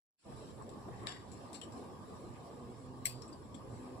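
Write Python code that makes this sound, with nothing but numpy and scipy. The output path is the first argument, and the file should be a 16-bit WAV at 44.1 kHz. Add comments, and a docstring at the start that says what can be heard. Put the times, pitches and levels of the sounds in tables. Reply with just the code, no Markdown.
"""Thin hiss opens out of a quarter second of near silence, with the low, steady rumble of far traffic
close behind: a garden. Faint, brief swells lift the background; fingers tick and rub on a hand-held camera.
Twice its case snaps sharply and rings, mostly at the left microphone.
A large bee flies between flowers, its wingbeats a faint hum that swells with each short flight."""
import sys
import numpy as np
from scipy import signal
from scipy.fft import rfft, irfft, next_fast_len
from scipy.io import wavfile
from scipy.ndimage import uniform_filter1d, map_coordinates

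SR = 44100
rng = np.random.default_rng(int(sys.argv[2]) if len(sys.argv) > 2 else 0)


def generate_wav(sig):
    """Save sig (samples, or channels by samples) to the path in sys.argv[1] as 16-bit PCM at SR."""
    pcm = np.round(np.clip(np.atleast_2d(sig).T, -1, 1) * 32767).astype(np.int16)
    wavfile.write(sys.argv[1], SR, pcm)


N = 176400

# Fade-ins of the hiss and of everything else: time_s, gain_db
HISS_FADE_IN = [(.165, -53), (.195, -16), (.25, -8), (.3, -5.5)]
GARDEN_FADE_IN = [(.18, -60.5), (.243, -28), (.26, -8), (.31, -5)]
# Hiss colour at each microphone: freq_hz, relative_db
HISS_LEFT_EQ = [(500, -38), (1500, 2.5), (2300, -4.5), (4400, -1), (5000, -4), (5500, -2.5), (6550, -14.5),
                (7050, -6), (7400, 3.5), (7750, 1), (8200, -2.5), (9100, -8.5), (9400, -18.5), (10200, -10),
                (11500, -45), (15200, -42)]
HISS_RIGHT_EQ = [(500, 1.5), (1500, -9), (2400, -1), (4700, -3), (5400, -0.5), (6550, -12.5), (7300, -4),
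                 (7750, 1.5), (8200, -11), (9000, -9.5), (9450, -23.5), (9950, 1), (10400, -2),
                 (11000, -8.5), (11500, -54.5), (15000, -25.5)]
# Fader ride of the traffic's roar: time_s, level_db
ROAR_RIDE = [(.3, -47), (.8, -46), (1.25, -47.5), (1.45, -45.5), (1.62, -47), (1.72, -45), (1.95, -46),
             (2.55, -47), (2.66, -47), (2.8, -50), (3.05, -49), (3.3, -48), (3.55, -48.5), (3.82, -46),
             (4, -47.5)]
# Colours of the traffic's roar and of the rumble under it: freq_hz, relative_db
ROAR_EQ = [(60, -20.5), (130, -21.5), (200, -2), (280, -1.5), (400, -4), (500, -4.5), (600, -9), (800, -9),
           (950, -9.5), (1080, -8), (1220, -10.5), (1310, -26.5), (1650, -22.5), (2100, -32.5),
           (3500, -45.5)]
RUMBLE_EQ = [(20, -31.5), (32, -35), (48, -10.5), (65, -9), (90, -2.5), (125, -1.5), (170, -8.5),
             (300, -16.5), (800, -79.5)]
# How alike the traffic is left and right: freq_hz, correlation
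STEREO_LIKENESS = [(50, 0.59), (120, 0.635), (270, 0.74), (500, 0.62), (800, 0.372), (1200, 0.195),
                   (2000, 0.0015)]
# Faint, brief swells in the background noise: peak_s, sigma_s, level_db, centre_hz, width_hz
NOISE_SWELLS = [(0.328, 0.0093, -48, 770, 500), (0.617, 0.0135, -47.5, 1013, 500),
                (0.436, .005, -50, 800, 500), (0.889, 0.004, -42, 700, 587), (0.918, 0.009, -41.5, 100, 70),
                (0.939, 0.0142, -57, 1750, 500), (1.039, 0.026, -51.5, 120.5, 50),
                (1.062, 0.0383, -47.5, 1075, 286), (1.094, 0.094, -56, 1880, 650),
                (2.293, 0.0474, -49.5, 97, 50), (2.363, 0.0132, -60.5, 2550, 1200)]
# Finger ticks and rubs: start_s, level_db, rise_s, t60_s, ring_hz, ring_relative_db
FINGER_TOUCHES = [(.364, -59.5, 0.0068, 0.52, 3970, -3.5), (.621, -54.5, 0.00102, 0.036, 7850, 4),
                  (.692, -47.5, 0.00076, 0.0332, 10120, -10.5), (1.162, -47, .001, 0.061, 1880, 13),
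                  (1.315, -48.5, .002, 0.179, 7254, 0), (1.53, -40.5, .0007, .06, 8900, -6),
                  (1.543, -41, 0.0022, 0.166, 4350, -7), (1.613, -34, 0.00205, 0.0306, 3040, 1),
                  (1.632, -47, 0.0021, 0.09, 3090, -14), (1.721, -51.5, .0017, 0.095, 5424, -8.5),
                  (1.77, -56, 0.0048, 0.136, 4250, -3), (3.097, -38, 0.00154, 0.0195, 2631, -4.5),
                  (3.2194, -41, 0.00094, 0.026, 5492, 0), (3.276, -50.5, 0.0024, 0.097, 7874, 4.5),
                  (3.325, -49.5, 0.00214, 0.066, 4713, 3), (3.543, -46.5, 0.00166, 0.073, 3400, -6)]
# Colour of the case under a finger: freq_hz, relative_db
SCRAPE_EQ = [(600, -9.5), (2000, -8), (3200, -9), (4300, -3.5), (4900, -9), (5600, -2.5), (6500, -20),
             (7500, 6), (8200, -5.5), (8900, -11), (9500, -19), (10200, -5.5), (11300, -30.5), (15000, -34)]
# Colours of the two loud clicks: freq_hz, relative_db
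DULL = [(300, -41), (1100, -6), (1400, -16), (1750, -1), (2400, -10.5), (3400, 0), (4500, -7), (5400, -6),
        (6500, -27), (7350, -0.5), (7800, -8.5), (8300, -18.5), (9400, -37), (10150, -9), (11500, -41),
        (15000, -51.5)]
BRIGHT = [(300, -11), (1450, -23.5), (2150, -5), (2600, -10), (3000, -12.5), (3500, -15.5), (4150, -6.5),
          (4900, -13), (5750, -7.5), (6400, -24.5), (7000, -12), (7780, 2), (8200, -6.5), (8800, -1.5),
          (9600, -16.5), (10300, -11), (11200, -12), (15300, -10.5)]
# Loud clicks: start_s, level_db, snap_t60_s, tail_relative_db, tail_t60_s, ring_relative_db, colour
CASE_CLICKS = [(1.0703, -22.5, 0.0079, -16, 0.32, -16, DULL),
               (3.0546, -18, 0.033, -13.5, 0.163, -12, BRIGHT)]
# Ringing modes of the case: pitch_hz, relative_db, t60_s
CASE_MODES = [(1740.3, -6, 0.149), (2230, 7, 0.0234), (2595, -5, .16), (3372, -6.5, 0.29), (4196, 0, 0.059),
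              (4620, -3, .42), (5785, -1.5, 0.081), (7484, -14.5, 0.408), (7920, 3.5, 0.061)]
# The bee's flights: peak_s, sigma_s, wingbeat_hz, fundamental_left_db, octave_db
BEE_FLIGHTS = [(1.702, 0.046, 120, -57, -50), (2.674, 0.054, 122.1, -59.5, -44.5),
               (2.917, 0.087, 128, -59, -46.5), (3.103, 0.099, 126, -52, -52.5),
               (3.725, 0.041, 121.7, -52, -59.5), (3.855, 0.093, 127.5, -62.5, -46),
               (3.974, 0.091, 124.8, -53, -61.5)]

TAIL_RIGHT_DB = -4  # the case's diffuse sound sits a little to the left


def amp(db):
    """Decibels to gain."""
    return 10 ** (np.asarray(db) / 20)


def unit(x):
    """Scale to rms 1."""
    return x / np.sqrt(np.mean(x ** 2) + 1e-20)


def along(points, hz):
    """Read a curve of (freq_hz, value) points on a log frequency axis."""
    freqs, values = np.transpose(points)
    return np.interp(np.log(hz + 1), np.log(freqs + 1), values)


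def fader(points):
    """A gain curve through (time_s, gain_db) points."""
    return amp(np.interp(np.arange(N) / SR, *np.transpose(points)))


def swell(peak_s, sigma_s):
    """A bell-shaped rise and fall."""
    return np.exp(-.5 * ((np.arange(N) / SR - peak_s) / sigma_s) ** 2)


def strike(t, rise_s, t60_s):
    """A straight attack, then an exponential decay."""
    return np.minimum(t / rise_s, 1) * amp(-60 * np.maximum(t - rise_s, 0) / t60_s)


def wobble(rate_hz):
    """A smooth random curve with rate_hz knots a second."""
    knots = rng.standard_normal(int(N * rate_hz / SR) + 4)
    return map_coordinates(knots, [np.arange(N) * rate_hz / SR])


def grain(size, depth_db, span):
    """A rough, flickering gain, smoothed over span samples."""
    return amp(depth_db * unit(uniform_filter1d(rng.standard_normal(size), size=span)))


def filtered(x, response):
    """Pass x through a response given as a function of frequency."""
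    size = x.shape[-1]
    padded = next_fast_len(size + 4096)
    return irfft(rfft(x, padded) * response(np.fft.rfftfreq(padded, 1 / SR)), padded)[..., :size]


def band(centre_hz, width_hz, size):
    """Stereo noise in one resonance, rms 1."""
    white = rng.standard_normal((2, size))
    return unit(filtered(white, lambda hz: 1 / (1 + (2 * (hz - centre_hz) / width_hz) ** 2)))


def patchy(depth_db):
    """Two unrelated noises with brief, narrow patches of random gain."""
    spectra = signal.stft(rng.standard_normal((2, N)), nperseg=1024)[2]
    patches = uniform_filter1d(rng.standard_normal(spectra.shape[1:]), size=4, axis=0)
    patches = uniform_filter1d(patches, size=4, axis=1)
    gain = amp(depth_db * 2 * np.tanh(unit(patches) / 2))
    return signal.istft(spectra * gain, nperseg=1024)[1][:, :N]


def right(db):
    """Channel gains that trim only the right side."""
    return amp([[0], [db]])


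def across(x, right_db, lag_s=0.000507):
    """A sound at the left microphone reaches the right one later and weaker."""
    lags_s = np.array([[0], [lag_s]])
    return filtered(np.array([x, x]), lambda hz: np.exp(-2j * np.pi * hz * lags_s)) * right(right_db)


def add(out, start_s, x):
    """Mix x into out at start_s."""
    part = out[:, round(start_s * SR):][:, :x.shape[1]]
    part += x[:, :part.shape[1]]


def hiss(level_db=-61):
    """Thin, slightly restless hiss, coloured by each microphone's port."""
    ports = filtered(patchy(depth_db=4.5),
                     lambda hz: amp([along(HISS_LEFT_EQ, hz), along(HISS_RIGHT_EQ, hz)]))
    return amp(level_db + 1.34 * wobble(7.9)) * unit(ports)


def outdoor_bed(eq, patchy_db):
    """Outdoor noise of rms 1, fairly centred in the bass and wide in the treble."""
    def mid_side_eq(hz):
        spread = np.arccos(np.clip(along(STEREO_LIKENESS, hz), -1, 1)) / 2
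        return amp(along(eq, hz)) * [np.cos(spread), np.sin(spread)]
    mid, side = filtered(patchy(patchy_db), mid_side_eq)
    return unit(np.array([mid + side, mid - side]))


def traffic(rumble_db=-53):
    """Far traffic: a dull, burbling roar over a deeper rumble that leans to the right."""
    roar = fader(ROAR_RIDE) * amp(0.472 * wobble(22.235)) * outdoor_bed(ROAR_EQ, patchy_db=3.5)
    rumble = amp(rumble_db + 1.75 * wobble(9.11)) * outdoor_bed(RUMBLE_EQ, patchy_db=1.5)
    return roar + rumble * right(db=5.0)


def background_swells():
    """The background noise lifts faintly and briefly, one band at a time."""
    return sum(amp(db) * swell(peak_s, sigma_s) * band(centre_hz, width_hz, N)
               for peak_s, sigma_s, db, centre_hz, width_hz in NOISE_SWELLS)


def contact_noise(eq, size, ripple_db=3.5, step_hz=190):
    """Coloured noise of rms 1 with fine resonances that change from contact to contact."""
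    ripple = ripple_db * rng.standard_normal(SR // step_hz)
    white = rng.standard_normal((2, size))
    return unit(filtered(white, lambda hz: amp(along(eq, hz) + map_coordinates(ripple, [hz / step_hz]))))


def fingers(crack_db=2.5, crack_t60_s=0.0088, crisp_rise_s=0.00066):
    """Each touch scrapes the case: a grainy burst with one resonance and a faint tail."""
    out, t = np.zeros((2, N)), np.arange(SR // 3) / SR
    for start_s, db, rise_s, t60_s, ring_hz, ring_db in FINGER_TOUCHES:
        rub = contact_noise(SCRAPE_EQ, len(t))
        scrape = unit(rub + amp(ring_db) * band(ring_hz, width_hz=340, size=len(t)))
        tick = scrape[0] * strike(t, rise_s, t60_s) * grain(len(t), depth_db=0.81, span=90)
        crispness = np.exp(-rise_s / crisp_rise_s)  # only sudden touches open with a thin crack
        crack = crispness * amp(crack_db - 60 * t / crack_t60_s) * rng.standard_normal(len(t))
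        tail = amp(-12.5) * scrape * strike(t, rise_s=0.0102, t60_s=0.217) * right(TAIL_RIGHT_DB)
        add(out, start_s, amp(db) * (across(tick + crack, right_db=-11.5) + tail))
    return out


def case_mode(hz, size, waver_hz=85):
    """One wavering mode of the case, rms 1, with its own phase at each microphone."""
    cycles = np.cumsum(hz + waver_hz * wobble(rate_hz=260)[:size]) / SR
    return unit(np.sin(2 * np.pi * (cycles + rng.random((2, 1)))))


def clicks(strain_db=-20.5):
    """The case strains briefly, snaps at the left microphone and rings; a diffuse tail reaches both."""
    out, t = np.zeros((2, N)), np.arange(SR // 2) / SR
    for start_s, db, snap_t60_s, tail_db, tail_t60_s, ring_db, colour in CASE_CLICKS:
        snap = contact_noise(colour, len(t))[0] * strike(t, 0.00084, snap_t60_s)
        roughness = grain(len(t), depth_db=2.2, span=160)
        tail = contact_noise(colour, len(t)) * strike(t, 0.0103, tail_t60_s) * roughness
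        ring = sum(amp(mode_db + along(colour, hz)) * case_mode(hz, len(t)) * strike(t, 0.00211, t60_s)
                   for hz, mode_db, t60_s in CASE_MODES)
        diffuse = (amp(tail_db) * tail + amp(ring_db) * ring) * right(TAIL_RIGHT_DB)
        add(out, start_s, amp(db) * (across(snap, right_db=-12) + diffuse))
        strain = swell(start_s, sigma_s=0.00335) * contact_noise(colour, N)
        out += amp(db + strain_db) * strain * right(TAIL_RIGHT_DB)
    return out


def bee(pitch_waver=0.01648, flutter_db=1.7, buzz_db=-9):
    """Beating wings give a fluttering fundamental, leaning right, with its octave and a weaker buzz."""
    out = np.zeros((2, N))
    for peak_s, sigma_s, wingbeat_hz, fundamental_db, octave_db in BEE_FLIGHTS:
        phase = 2 * np.pi * np.cumsum(wingbeat_hz * (1 + pitch_waver * wobble(25))) / SR
        fundamental = amp(fundamental_db) * np.sin(phase) * right(db=8.5)
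        buzz = np.sin(3 * phase) + np.sin(4 * phase)
        overtones = amp(octave_db) * (np.sin(2 * phase) + amp(buzz_db) * buzz)
        out += swell(peak_s, sigma_s) * amp(flutter_db * wobble(30)) * (fundamental + overtones)
    return out


def scene():
    """The hiss fades in first; the garden and the handling follow just behind."""
    garden = traffic() + bee() + clicks() + fingers() + background_swells()
    return fader(HISS_FADE_IN) * hiss() + fader(GARDEN_FADE_IN) * garden


def record(dry):
    """A brick-wall low-pass takes off the very top."""
    return filtered(dry, lambda hz: hz < 15600)


dry = scene()
out = record(dry)
generate_wav(out)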